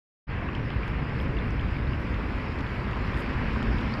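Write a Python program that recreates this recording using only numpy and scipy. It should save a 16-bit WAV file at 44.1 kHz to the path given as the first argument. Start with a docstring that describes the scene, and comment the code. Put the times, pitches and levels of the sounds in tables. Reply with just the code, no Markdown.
"""Muddy water wells up and runs over flooded ground. Countless tiny bubbles, each ringing for an
instant, blend into a rush, with a few clear plips and wet spits on top. The water grows louder and
brighter as the microphone turns toward the welling spot. Behind it distant traffic rumbles and an
engine hum comes up late. Close by there are a few faint, crisp rustles."""
import sys
import numpy as np
from scipy import signal
from scipy.fft import rfft, irfft, next_fast_len
from scipy.io import wavfile
from scipy.ndimage import uniform_filter1d, map_coordinates

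SR = 44100
rng = np.random.default_rng(int(sys.argv[2]) if len(sys.argv) > 2 else 0)


def materialize(psi):
    """Save the field psi as 16-bit PCM at rate SR to the path in sys.argv[1].

    A 1-D psi becomes a single channel; in a 2-D psi each row is a channel.
    """
    bounded = np.clip(np.atleast_2d(psi).T, -1, 1)
    quanta = np.round(bounded * 32767).astype(np.int16)
    wavfile.write(sys.argv[1], SR, quanta)


N = 176400  # 4 seconds

# Levels in the tables are relative: the functions add gains and filters.
# How loud the traffic is over time: t/s, rumble level/dB, roar level/dB
TRAFFIC_LEVELS = [(.3, -33, -39.5), (.55, -32, -37), (.75, -29.5, -37), (1.1, -32, -36.5),
                  (1.3, -29.5, -33), (1.45, -32, -34.5), (1.6, -29, -37.5), (2.05, -30.5, -35.7),
                  (2.35, -32.5, -35.5), (2.75, -32, -38.5), (3.1, -32, -35.5), (3.7, -29.5, -35),
                  (4.0, -33, -36.5)]
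# Tone of the deep traffic rumble: f/Hz, level/dB
RUMBLE_SPECTRUM = [(5, -62), (12, -17), (20, 4), (32, -7.5), (43, 7), (54, 9), (68, 9), (78, 3.5), (135, 4),
                   (175, -12.5), (350, -58), (1200, -120)]
# Tone of the tyre and engine roar: f/Hz, level/dB
ROAR_SPECTRUM = [(20, -70), (90, -14.5), (170, 0.5), (260, -1), (330, -6), (450, -9.5), (600, -15.5),
                 (900, -37), (2000, -58), (4000, -120)]
# Engine notes: f/Hz, level/dB, swell t/s, fade t/s, pitch rise/(Hz per s)
ENGINE_NOTES = [(219, -36.5, 3.35, 4.5, 1.8), (249, -43, 3.35, 3.9, 4), (358.7, -46.5, 2.7, 3.51, 13.8)]
# Faint rustles: t/s, half length/s, level/dB, centre f/Hz
RUSTLE_EVENTS = [(.745, 0.018, -78, 12000), (.882, .02, -75, 10900), (1.217, .016, -70, 13500),
                 (1.47, .045, -79, 11000), (2.015, 0.017, -76, 11000), (3.196, 0.022, -66, 10400)]
# Single ticks in the rustles: t/s, level/dB
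TICK_EVENTS = [(.8787, -63), (1.2012, -66), (1.2168, -61), (2.003, -66), (2.0207, -65), (3.1546, -63),
               (3.1735, -53), (3.1943, -54), (3.203, -51), (3.2092, -58)]
# Tone of the ticks and droplets: f/Hz, level/dB
TICK_SPECTRUM = [(3000, -40), (6000, -1), (9500, -5.5), (11500, 0), (13000, -8), (15000, -25)]
# How loud the droplets are over time: t/s, level/dB
SPATTER_LEVELS = [(.55, -94), (1.4, -87), (2.4, -83), (3.0, -82.5), (3.5, -91), (4.0, -94)]
# Bursting bubbles: t/s, level/dB
SPIT_EVENTS = [(.5508, -54), (0.878, -51), (1.094, -59), (1.609, -51), (2.143, -54), (2.323, -59),
               (2.588, -50), (2.606, -52), (2.675, -58), (2.91, -52), (3.174, -55), (3.334, -57),
               (3.627, -45.5), (3.785, -49), (3.81, -47.5)]
# Tone of a bursting bubble: f/Hz, level/dB
SPIT_SPECTRUM = [(500, -64), (1500, -30), (3200, 12), (5400, -7), (6500, -9), (8000, -19), (11000, -34),
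                 (15000, -54)]
# Clear single bubbles: t/s, starting f/Hz, level/dB, life/s
PLIP_EVENTS = [(.424, 680, -35.5, 0.044), (.487, 2580, -36, .012), (.5508, 2900, -28.5, 0.0047),
               (0.704, 3000, -30, 0.0035), (0.8323, 2320, -31.5, 0.013), (1.1918, 2520, -33, 0.0072),
               (1.201, 3130, -35.5, 0.0071), (1.3695, 2700, -31.5, 0.007), (1.387, 3400, -39.5, 0.013),
               (1.507, 5570, -47, 0.0033), (1.596, 3060, -35, .006), (1.766, 2240, -31, 0.0088),
               (1.87, 3700, -46, 0.0081), (1.934, 2770, -34, 0.01), (2.666, 3300, -37, .004),
               (2.932, 2540, -31, 0.0064), (3.144, 3330, -35, 0.0048), (3.222, 2880, -37, 0.0077),
               (3.939, 4640, -34.5, 0.0078)]
# How loud the water is over time: t/s, rush level/dB, babble level/dB, fizz level/dB
WATER_LEVELS = [(.3, -42.5, -42, -62.5), (.55, -43.5, -42.5, -61.5), (1.05, -42.5, -42.5, -61),
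                (1.5, -42.8, -42.5, -61), (1.88, -43, -42.5, -60.5), (2.2, -41, -42, -59.5),
                (2.5, -42, -42, -58.5), (2.8, -40.8, -42, -58.5), (3.05, -41, -39.5, -57),
                (3.4, -39.5, -40, -57), (3.6, -39, -41, -55.5), (3.82, -39.5, -40, -55),
                (4.0, -39, -42, -56.5)]
# Tone of the water's low rush: f/Hz, level/dB
RUSH_SPECTRUM = [(60, -60), (250, -9), (500, -2.5), (720, -3.5), (1020, 1), (1350, -2.5), (1700, -11.5),
                 (2300, -28), (4000, -54), (7000, -120)]
# Tone of its brighter babble: f/Hz, level/dB
BABBLE_SPECTRUM = [(200, -120), (700, -17), (1200, -8.5), (1600, 0.5), (2150, -1), (2600, -4.5),
                   (3200, -14), (4000, -30), (6000, -48), (9000, -120)]
# Tone of its high fizz: f/Hz, level/dB
FIZZ_SPECTRUM = [(600, -120), (1500, -33), (3000, 1), (4000, -1.5), (5000, -1), (5550, -8), (6050, -19),
                 (7500, -20), (8500, -27.5), (9600, -28), (11200, -26), (13500, -31), (15500, -44)]

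RUMBLE_DB, ROAR_DB, TICK_DB, SPIT_DB, PLIP_DB = 1.37, .5, 11, 11.5, 5.5
RUSH_DB, BABBLE_DB, FIZZ_DB = -.5, -1, 1.5  # gains of the noise in the water
FROTH_DB, SPRAY_DB = -7, -6.5  # gains of the bubbles in it
BUBBLE_RISE = .096  # a bubble's pitch climbs by this fraction over its life
START_S, FADE_IN_S, FADE_OUT_S, TOP_HZ = .2689, .034, .002, 15650


def amp(db):
    """Turn decibels into a number to multiply by."""
    return 10 ** (np.asarray(db) / 20)


def unit(x):
    """Scale to an average strength (rms) of 1."""
    return x / np.sqrt(np.mean(x ** 2) + 1e-20)


def clock():
    """The time of each sample in seconds."""
    return np.arange(N) / SR


def curves(rows):
    """Join a table's points in time with straight lines, one curve per level column."""
    times, *columns = np.transpose(rows)
    return [np.interp(clock(), times, column) for column in columns]


def wobble(per_s):
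    """A smooth curve through per_s random values a second."""
    return map_coordinates(rng.standard_normal(int(N * per_s / SR) + 4), [clock() * per_s])


def filtered(x, response):
    """Scale each frequency in x by response(hz)."""
    size = next_fast_len(N + SR // 2)
    return irfft(rfft(x, size) * response(np.fft.rfftfreq(size, 1 / SR)), size)[:N]


def coloured(x, spectrum):
    """Shape the tone of x with a table of f/Hz, level/dB."""
    f, db = np.transpose(spectrum)
    return filtered(x, lambda hz: amp(np.interp(np.log(hz + 1), np.log(f), db)))


def noise(spectrum, patchy_db):
    """Shaped noise with random louder and softer patches across pitch and time."""
    slices = signal.stft(rng.standard_normal(N), nperseg=512)[2]
    patches = uniform_filter1d(rng.standard_normal(slices.shape), 6, axis=0)
    patches = unit(uniform_filter1d(patches, 10, axis=1))
    uneven = signal.istft(slices * amp(patchy_db * patches), nperseg=512)[1][:N]
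    return unit(coloured(uneven, spectrum))


def snaps(rows, rise_s, fall_s):
    """A burst of noise for each row of t/s, level/dB; it falls 60 dB in fall_s."""
    envelope = np.zeros(N)
    for start, db in rows:
        age = np.maximum(clock() - start, 0)
        envelope += (1 - np.exp(-age / rise_s)) * amp(db - 60 * age / fall_s)
    return envelope * rng.standard_normal(N)


def bubbles(starts, hz, gain, life):
    """Each bubble rings as a tone that starts softly, climbs and falls 40 dB over its life."""
    samples = np.arange(min(int(life.max() * SR) + 2, SR // 40))
    t, hz, life = samples / SR, hz[:, None], life[:, None]
    tone = np.sin(2 * np.pi * hz * t * (1 + BUBBLE_RISE * t / life / 2))
    ring = gain[:, None] * tone * (1 - np.exp(-t * hz)) * 10 ** (-2 * t / life)
    positions = (starts * SR).astype(int)[:, None] + samples
    return np.bincount(positions.ravel(), ring.ravel(), N)[:N]  # add each ring at its own time


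def swarm(per_s, low_hz, high_hz, cycles, spread_db):
    """Many tiny rings of random time, pitch and strength, each about `cycles` vibrations long."""
    when, pitch, size, length = rng.random((int(per_s * N / SR), 4)).T
    hz = low_hz * (high_hz / low_hz) ** pitch
    gain = amp(-spread_db * np.log(1 - .98 * size)) * hz / high_hz  # many weak, a few strong
    return bubbles(when * N / SR, hz, gain, life=cycles * (.5 + length) / hz)


def traffic():
    """Far-off tyres and engines blur into a deep rumble and a low roar."""
    rumble_db, roar_db = curves(TRAFFIC_LEVELS)
    rumble = amp(rumble_db + RUMBLE_DB) * noise(RUMBLE_SPECTRUM, patchy_db=-.5)
    roar = amp(roar_db + ROAR_DB) * noise(ROAR_SPECTRUM, patchy_db=.66)
    return rumble + roar


def engine_hum(swell_s=.22):
    """Distant engine notes swell, creep up in pitch and fade."""
    t, hum = clock(), np.zeros(N)
    waver = 1 + .007 * wobble(6)
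    for hz, db, start, end, rise in ENGINE_NOTES:
        pitch = (hz + rise * (t - start)) * waver
        note = np.sqrt(2) * np.sin(2 * np.pi * np.cumsum(pitch) / SR)
        swell = (1 + np.tanh((t - start) / swell_s)) / 2
        fade = (1 - np.tanh((t - end) / swell_s)) / 2
        hum += amp(db + wobble(5.34)) * swell * fade * note
    return hum


def rustles(width_hz=2900):
    """Brief clusters of tiny high crackles, each around its own pitch."""
    crackle = swarm(per_s=2200, low_hz=6000, high_hz=15000, cycles=2, spread_db=3.5)
    sound = np.zeros(N)
    for middle, half_s, db, centre_hz in RUSTLE_EVENTS:
        band = filtered(crackle, lambda hz: np.exp(-.5 * ((hz - centre_hz) / width_hz) ** 2))
        swell = np.exp(-.5 * ((clock() - middle) / half_s) ** 2)
        sound += amp(db) * swell * unit(band)
    return sound


def ticks():
    """The sharpest crackles stand out of the rustles one by one."""
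    return amp(TICK_DB) * coloured(snaps(TICK_EVENTS, rise_s=.0001, fall_s=.006), TICK_SPECTRUM)


def spatter():
    """A fine sprinkle of droplets, too small to pick out singly."""
    level_db, = curves(SPATTER_LEVELS)
    drops = swarm(per_s=420, low_hz=7000, high_hz=12500, cycles=11, spread_db=1.8)
    return amp(level_db) * unit(coloured(drops, TICK_SPECTRUM))


def spits():
    """A bubble's thin skin bursts with a short wet hiss."""
    return amp(SPIT_DB) * coloured(snaps(SPIT_EVENTS, rise_s=.0007, fall_s=.022), SPIT_SPECTRUM)


def plips():
    """Single nearby bubbles ring out clearly above the rush."""
    starts, hz, db, life = np.transpose(PLIP_EVENTS)
    return bubbles(starts, hz, amp(db + PLIP_DB), life)


def water(flicker_db=.42):
    """Welling water: a low rush, a brighter babble and a bursting fizz, each noise plus bubbles."""
    gurgle = swarm(per_s=1100, low_hz=519, high_hz=1854, cycles=7.8, spread_db=5.5)
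    froth = swarm(per_s=2200, low_hz=1304, high_hz=3790, cycles=7.8, spread_db=1.5)
    spray = swarm(per_s=650, low_hz=2730, high_hz=9000, cycles=8.7, spread_db=3)
    rush = amp(RUSH_DB) * noise(RUSH_SPECTRUM, patchy_db=.46)
    rush += amp(FROTH_DB) * unit(coloured(gurgle, RUSH_SPECTRUM))
    babble = amp(BABBLE_DB) * noise(BABBLE_SPECTRUM, patchy_db=.94)
    babble += amp(FROTH_DB) * unit(coloured(froth, BABBLE_SPECTRUM))
    fizz = amp(FIZZ_DB) * noise(FIZZ_SPECTRUM, patchy_db=2.5)
    fizz += amp(SPRAY_DB) * unit(coloured(spray, FIZZ_SPECTRUM))
    layers = zip(curves(WATER_LEVELS), (rush, babble, fizz))
    return sum(amp(db + flicker_db * wobble(14)) * layer for db, layer in layers)


def scene():
    """All the sounds add up at one microphone."""
    return (water() + spatter() + plips() + spits() + rustles() + ticks() + traffic() + engine_hum())[None]


def record(dry):
    """The sound cuts in after a moment, ends without a click and has nothing above TOP_HZ."""
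    fade_in = np.clip((clock() - START_S) / FADE_IN_S, 0, 1)
    fade_out = np.clip((N / SR - clock()) / FADE_OUT_S, 0, 1)
    return filtered(dry[0] * fade_in * fade_out, lambda hz: hz < TOP_HZ)[None]


dry = scene()
out = record(dry)
materialize(out)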